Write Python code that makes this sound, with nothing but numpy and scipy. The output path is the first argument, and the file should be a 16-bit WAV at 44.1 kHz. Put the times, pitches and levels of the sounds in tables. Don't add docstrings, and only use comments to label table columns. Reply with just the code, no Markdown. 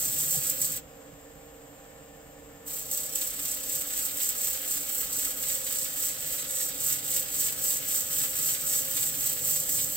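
import sys
import numpy as np
from scipy import signal
from scipy.fft import rfft, irfft, next_fast_len
from scipy.io import wavfile
from scipy.ndimage import uniform_filter1d

SR = 44100
rng = np.random.default_rng(int(sys.argv[2]) if len(sys.argv) > 2 else 0)


def persist_wave(psi):
    counts = np.round(np.clip(psi, -1, 1) * 32767).astype(np.int16)
    wavfile.write(sys.argv[1], SR, np.atleast_2d(counts).T)


N = 439236

# start in seconds, length in seconds,
# share of the length at which the hand is fastest, swell of the rasp in dB.
HAND_STROKES = [(-.1, 0.22, .45, 1.5), (0.163, .11, 0.5, 4), (0.265, 0.16, 0.28, 3.5),
                (0.405, 0.15, 0.5, 3.5), (0.574, 0.13, 0.53, 4), (2.65, 0.21, 0.5, 7),
                (2.872, .22, 0.39, 8.5), (3.094, .24, 0.56, 8), (3.328, .28, 0.56, 6.5),
                (3.618, .24, 0.58, 7), (3.848, 0.29, 0.62, 6), (4.11, .23, 0.66, 7.5),
                (4.341, 0.28, 0.4, 6.5), (4.6, .23, 0.58, 6.5), (4.828, 0.25, 0.7, 6.5),
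                (5.1, 0.25, .48, 6.5), (5.363, 0.25, 0.59, 7), (5.6, 0.32, 0.55, 5.5),
                (5.901, 0.25, 0.62, 8), (6.162, 0.29, 0.64, 6), (6.468, .27, 0.55, 8),
                (6.742, 0.26, 0.65, 11.5), (7.013, 0.25, .57, 10), (7.277, 0.26, 0.65, 9.5),
                (7.558, 0.24, 0.61, 9), (7.825, 0.24, .56, 8.5), (8.074, .26, 0.45, 8),
                (8.315, .26, 0.64, 7.5), (8.58, 0.27, 0.59, 6.5), (8.828, 0.29, 0.7, 5),
                (9.118, 0.25, 0.73, 5.5), (9.403, .26, 0.35, 6.5), (9.65, 0.31, 0.28, 7.5),
                (9.9, .26, .4, 7)]
# time in seconds,
# then levels before trim of the grit's rasp, the wood's scrape and the bowl's thrum, all in dB.
PAD_BEARING = [(0.0, -28.5, -48.5, -51.5), (.75, -33.5, -49.5, -52), (2.8, -41, -56, -62),
               (3.1, -39.5, -52.5, -76), (3.7, -37.5, -50.5, -69), (5.0, -35.5, -49, -64),
               (5.9, -36, -48.5, -61), (6.8, -38, -49, -58.5), (8.1, -33.9, -47.5, -56),
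               (9.1, -32.5, -48, -52), (9.96, -34.5, -50.5, -51.5)]
# time in seconds, angle in turns,
# boost of the first patch in dB, boost of the opposite patch in dB.
END_GRAIN_PATCHES = [(.4, 0.29, 1, -1), (3.2, 0.22, 3.5, 5), (6.3, 0.24, 1, 2.5), (7.6, 0.3, 0, 3),
                     (9.1, 0.476, .5, 3), (9.9, 0.54, 3, 1)]
# time in seconds, peak before trim in dB.
GRIT_SNAGS = [(0.1955, -20), (0.3084, -11.5), (0.4349, -21), (0.497, -9.5), (0.6155, -9.5), (0.6455, -13),
              (2.6773, -28), (2.9133, -15.5), (3.4526, -21), (7.64, -14), (7.6674, -17), (8.9101, -17),
              (9.6924, -12)]
# frequency in Hz, relative level in dB per Hz.
RASP_COLOUR = [(2600, -29), (4500, -18), (6400, -11), (7100, -6), (7850, 4), (8400, -0.5), (9100, -10),
               (9800, -15.5), (10600, -12.5), (11700, -6), (13400, -3), (15700, -3)]
# frequency in Hz, relative level in dB per Hz.
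SCRAPE_COLOUR = [(600, -13), (1100, -15.5), (1550, -1.5), (3600, 3.5), (5200, -1), (8000, -35)]
# frequency in Hz, relative level in dB per Hz.
RUB_COLOUR = [(350, -14), (650, 0.5), (1000, -11.5), (1450, 5.5), (2100, -8.5), (3500, -9)]
# time in seconds, left minus right in dB.
PAD_BALANCE = [(0.0, -1), (.6, -2.5), (2.7, -1.5), (4.0, -2), (5.1, -2.5), (6.0, -2.5), (6.75, -3),
               (7.9, -1.8), (9.9, -2.7)]
# frequency in Hz,
# width in Hz (the -6 dB bandwidth is 2.3 times this), relative level in dB.
BOWL_MODES = [(101, 19, 0.5), (133, 11, 0), (154.5, 11.5, 5.5), (262, 110, -7)]
# time in seconds, thud of the bowl in dB, knock through the frame in dB.
BOWL_BUMPS = [(.075, -41, -51), (0.348, -54, -41), (.372, -37.5, -52), (1.13, -48, -60), (1.36, -53, -60),
              (3.76, -51, -58), (6.05, -49, -60), (8.21, -48, -56), (9.02, -44, -50)]
# frequency in Hz, width in Hz (as for the bowl), relative level in dB.
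FRAME_MODES = [(52, 26, 4), (140, 110, -18), (313, 60, -9.5), (452, 15.5, -1), (510, 19, -5.5),
               (620, 43, -21), (735, 57, -7)]
# frequency in Hz, rms level before trim in dB.
FREE_RUNNING_TONES = [(137.3, -68), (156.1, -74), (261.1, -69), (282.6, -62), (293.4, -63), (444.1, -64.5),
                      (465.7, -60), (476.4, -72), (508.7, -75), (519.5, -60.5), (530.3, -69.5),
                      (541.0, -64), (573.3, -66), (594.9, -71.5), (605.6, -69.5), (627.2, -67),
                      (662.1, -79), (670.2, -68.5), (716.0, -69.5), (764.4, -73), (796.7, -67),
                      (1781.9, -70)]
# frequency in Hz, rms level before trim in dB.
UNDER_LOAD_TONES = [(137.3, -70), (153.4, -68), (166.9, -74), (258.4, -64.5), (279.9, -62.5),
                    (290.7, -61.5), (441.4, -68.5), (460.3, -64.5), (471.0, -67.5), (503.3, -62.5),
                    (516.8, -60), (535.6, -57), (567.9, -65), (600.2, -65), (621.8, -65.5), (662.1, -72.5),
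                    (732, -72.5), (770, -70), (788.7, -69)]
# frequency in Hz,
# width in Hz (as for the bowl), relative level in dB.
WHINE_MODES = [(7020, 90, -6), (7460, 120, 2.5), (8130, 240, -2.5), (12000, 70, 0), (12860, 130, -4),
               (14620, 170, -4), (15300, 110, -4), (15500, 100, -5)]
# frequency in Hz, rms level in dB.
WHISTLE_TONES = [(1090, -78), (1530, -78), (1782, -73.5), (2256, -74.5), (2840, -80), (5020, -78.5),
                 (12000, -73)]
# frequency in Hz, relative level in dB per Hz.
WINDAGE_COLOUR = [(15, -28), (28, -3), (100, -13), (200, -4), (380, -13.5), (700, -13), (1000, -10.5),
                  (2400, -17.5), (3200, -18.5), (4200, -24.5), (6200, -24.5), (7700, -12), (10000, -35.5),
                  (13000, -18.5), (15700, -45)]
# frequency in Hz, left minus right in dB.
PORT_LEVELS = [(60, -5), (150, -5), (380, -2), (1290, -2), (2400, 1), (4400, 1), (6500, 2.5), (8100, 1.5),
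               (12000, -3), (15000, -1.5)]
# frequency in Hz, phase of left over right in radians; the top is nearly in phase.
STEREO_PHASE = [(100, 0), (600, .7), (1500, 1.2), (4400, 1.4), (6700, 2.2), (7400, 1.4), (7800, .1),
                (15000, 0)]
# frequency in Hz, spread over centred sound in dB; the top is narrow.
STEREO_SPREAD = [(60, -22), (300, -13.5), (650, 4.5), (1400, 3.5), (3200, 6.5), (6500, -0.5), (8200, -9.5),
                 (15000, -10)]

SPINDLE_HZ = 16.72
LIFT_S, RETURN_S = 0.774, 2.643
LIFTING_S, LANDING_S = 0.041, 0.026
SHOP_T60_S = 0.14
TOP_HZ = 15750
TIME = np.arange(N) / SR
SIZE = next_fast_len(N + SR // 2, real=True)
FREQS = np.arange(SIZE // 2 + 1) * SR / SIZE + 1e-3
SIDES = np.array([[0.5], [-0.5]])


def sanding(ports, rasp_db=2.39, scrape_db=0.1, scrape_follow=0.39, snag_db=-9,
            rub_db=-4.5, rub_follow=0.76, rub_swell_share=0.061,
            rocking_db=6, rocking_hz=14, wear_db=5, count=8):
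    grit_db, wood_db, _ = curves(PAD_BEARING)
    swell_db = sweeps()
    touch = contact(LIFTING_S, LANDING_S) ** 2
    wood = surface()
    rasp_level = undb(grit_db + swell_db + rasp_db) * wood * catches() * touch
    snags = undb(snag_db) * surges(GRIT_SNAGS, decay_s=0.011, rise_s=0.00072)
    bite = np.hypot(rasp_level, snags)
    drag = undb(wood_db + scrape_follow * swell_db + scrape_db) * wood * catches() * touch
    bright = unit(undb(over_hz(RASP_COLOUR)))
    dull = unit(undb(over_hz(SCRAPE_COLOUR)))

    loads = undb([rocking_db * walk(rocking_hz) for _ in range(count)])
    loads /= np.sqrt((loads ** 2).sum(0))
    treble = np.clip(np.log2(FREQS / 8000), 0, 1)
    heard = 0
    for load, lean in zip(loads, np.linspace(-1, 1, count)):
        colour = unit(bright * undb(lean * wear_db * treble))
        rasp = colour * rfft(load * bite * grit(rate=6600, spread_db=2.0), SIZE)
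        scrape = dull * rfft(load * drag * grit(rate=1500, spread_db=5.0), SIZE)
        heard = heard + (rasp + scrape) * workshop(ports)
    pan_db, = curves(PAD_BALANCE)
    scratching = irfft(heard, SIZE)[:, :N] * undb(SIDES * pan_db)

    press = undb(wood_db + rub_swell_share * swell_db + rub_db) * unit(wood ** rub_follow) * touch
    rub_response = unit(undb(over_hz(RUB_COLOUR))) * workshop(ports)
    rub = filtered(press * grit(rate=1500, spread_db=4.5), rub_response)
    return scratching + rub


def sweeps(sharpness=1.27):
    db = np.zeros(N)
    for start, length, fastest, swell_db in HAND_STROKES:
        corners = start + length * np.array([0, np.clip(fastest, 0.1, 0.9), 1])
        progress = np.interp(TIME, corners, [0, 1, 0])
        db += swell_db * np.sin(np.pi / 2 * progress) ** sharpness
    return db


def contact(lifting_s, landing_s):
    before_lift = np.clip(1 - (TIME - LIFT_S) / lifting_s, 0, 1)
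    after_return = np.clip((TIME - RETURN_S) / landing_s, 0, 1)
    return before_lift + after_return


def surface(entry_turns=0.014, exit_turns=0.11, fibre_db=0.94, flutter_db=0.1, count=48):
    turns = SPINDLE_HZ * TIME
    first, first_db, second_db = curves(END_GRAIN_PATCHES)
    db = 0
    for angle, strength_db in ((first, first_db), (first + 0.5, second_db)):
        past = (turns - angle + 0.5) % 1 - 0.5
        width = np.where(past < 0, entry_turns, exit_turns)
        db = db + strength_db * np.exp(-0.5 * (past / width) ** 2)
    mark_turns = np.arange(count) / count
    marks = [np.interp(turns, mark_turns, rng.standard_normal(count), period=1) for _ in range(2)]
    place = walk(1.16)
    db = db + fibre_db * (np.cos(place) * marks[0] + np.sin(place) * marks[1])
    return unit(undb(db + flutter_db * walk(220)))


def catches(rate=45, spread_db=6.0, release_s=0.0073, share=0.14):
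    sizes = undb(spread_db * np.minimum(rng.exponential(size=N), 2.5))
    starts = (rng.random(N) < rate / SR) * sizes
    release = np.exp(-1 / (release_s * SR))
    return unit(1 + share * signal.lfilter([1], [1, -release], starts))


def grit(rate, spread_db):
    chance, side = rng.random((2, N))
    share = rate / SR
    hit = np.flatnonzero(chance < share)
    size_db = spread_db * np.minimum(-np.log(chance[hit] / share), 5)
    out = np.zeros(N)
    out[hit] = np.sign(side[hit] - 0.5) * undb(size_db)
    return unit(out)


def thrum(ports, level_db=-2.5, noise_db=-2, throb=0.22, stroke_follow=0.2, idle_db=-65,
          dying_s=0.16, building_s=0.05, count=18):
    _, _, shake_db = curves(PAD_BEARING)
    pressed = undb(shake_db + stroke_follow * sweeps()) * contact(dying_s, building_s)
    twice_a_turn = 1 + throb * np.cos(4 * np.pi * SPINDLE_HZ * TIME)
    shake = undb(level_db) * np.hypot(pressed, undb(idle_db)) * twice_a_turn
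    body = resonances(BOWL_MODES)
    orders_hz = SPINDLE_HZ * np.arange(count)[6:]
    orders_db = 20 * np.log10(np.interp(orders_hz, FREQS, body))
    lines = tones(zip(orders_hz, orders_db), ports, waver=0.47)
    return (unit(lines) + undb(noise_db) * steady(body, ports)) * shake


def bumps(ports):
    ringing = unit(tones([(hz, db) for hz, _, db in BOWL_MODES[1:3]], ports, waver=0.2))
    thuds = surges([(s, db) for s, db, _ in BOWL_BUMPS], decay_s=0.022, rise_s=0.0046)
    knocks = surges([(s, db) for s, _, db in BOWL_BUMPS], decay_s=0.014, rise_s=0.0018)
    return ringing * thuds + steady(resonances(FRAME_MODES), ports) * knocks


def surges(events, decay_s, rise_s):
    out = np.zeros(N)
    for s, db in events:
        age = np.maximum(TIME - s + rise_s, 0)
        rise = np.minimum(age / rise_s, 1)
        out += undb(db) * rise * np.exp(-np.maximum(age - rise_s, 0) / decay_s)
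    return out


def lathe(ports, free_db=1, loaded_db=1, frame_db=-59, windage_db=-56, load_db=1,
          freeing_s=0.13, loading_s=0.41):
    load = contact(freeing_s, loading_s)
    free_tones = tones(FREE_RUNNING_TONES, ports, waver=0.46, skirt_hz=6.0)
    loaded_tones = tones(UNDER_LOAD_TONES, ports, waver=0.85, skirt_hz=4.5)
    free = np.sqrt(1 - load) * undb(free_db) * free_tones
    loaded = np.sqrt(load) * undb(loaded_db) * loaded_tones
    frame = steady(resonances(FRAME_MODES), ports) * undb(frame_db + load_db * load)
    once_a_turn_db = 0.61 * np.cos(2 * np.pi * SPINDLE_HZ * TIME)
    windage_level = undb(windage_db + 0.5 * walk(3.7) + once_a_turn_db)
    windage = steady(undb(over_hz(WINDAGE_COLOUR)), ports) * windage_level
    whine = undb(-61.7) * steady(resonances(WHINE_MODES), ports)
    whistle = tones(WHISTLE_TONES, ports, waver=0.8, skirt_hz=12)
    return free + loaded + frame + windage + whine + whistle


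def tones(lines, ports, waver, skirt_hz=6, size=400):
    centred, spread = ports
    spectrum = np.zeros((2, len(FREQS)), complex)
    for hz, db in lines:
        k = int(round(hz * SIZE / SR))
        near = slice(k - size, k + size)
        chance = rng.standard_normal((2, 2 * size))
        turns = np.exp(2j * np.pi * rng.random(3))
        line = (chance[0] + 1j * chance[1]) * np.exp(-0.5 * ((FREQS[near] - hz) / skirt_hz) ** 2)
        line *= waver / np.linalg.norm(line)
        line[size] += turns[0]
        port = centred[:, k] + 0.5 * spread[:, k] * turns[1:]
        pattern = np.outer(port / np.linalg.norm(port), line / np.linalg.norm(line))
        spectrum[:, near] += undb(db) * pattern
    return SIZE * irfft(spectrum, SIZE)[:, :N]


def steady(response, ports):
    centred, spread = ports
    noise = rfft(rng.standard_normal((3, SIZE)))
    pair = irfft((centred * noise[0] + spread * noise[1:]) * response, SIZE)[:, :N]
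    return pair / pair.mean(0).std()


def resonances(modes):
    power = 0
    for hz, width, db in modes:
        detuning = (FREQS / hz - hz / FREQS) * hz / width / 2.3
        power = power + undb(2 * db) / (1 + detuning ** 2) ** 2
    return np.sqrt(power)


def workshop(ports, near_s=0.01, near_db=9):
    t = TIME[:SR // 3]
    decay = undb(-60 * t / SHOP_T60_S) + undb(near_db) * np.exp(-t / near_s)
    echoes = rng.standard_normal((2, len(t))) * decay * (t > 0.0006)
    echoes /= np.sqrt((echoes ** 2).sum(1, keepdims=True))
    centred, spread = ports
    return centred + spread * rfft(echoes, SIZE)


def port_gains():
    width = undb(over_hz(STEREO_SPREAD))
    phase = np.exp(1j * SIDES * over_hz(STEREO_PHASE))
    tilt = undb(SIDES * over_hz(PORT_LEVELS))
    centred_power = np.abs((tilt * phase).mean(0)) ** 2
    level = np.sqrt(centred_power + width ** 2 * (tilt ** 2).mean(0) / 2)
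    return tilt * phase / level, tilt * width / level


def walk(rate):
    k = max(int(SR / rate), 2)
    count = N // k + 2
    path = np.interp(TIME, np.arange(count) * k / SR, rng.standard_normal(count))
    return unit(uniform_filter1d(path, k // 2))


def curves(rows):
    s, *columns = np.transpose(rows)
    return [np.interp(TIME, s, c) for c in columns]


def over_hz(points):
    hz, value = np.transpose(points)
    return np.interp(np.log(FREQS), np.log(hz), value)


def filtered(x, response):
    return irfft(rfft(x, SIZE) * response, SIZE)[..., :N]


def undb(db):
    return 10 ** (np.asarray(db) / 20)


def unit(x):
    return x / np.sqrt(np.mean(x ** 2))


def scene():
    ports = port_gains()
    return sanding(ports) + thrum(ports) + bumps(ports) + lathe(ports)


def record(dry):
    top_cut = signal.ellip(12, 0.1, 80, TOP_HZ, fs=SR, output="sos")
    return signal.sosfilt(top_cut, dry)


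dry = scene()
out = record(dry)
persist_wave(out)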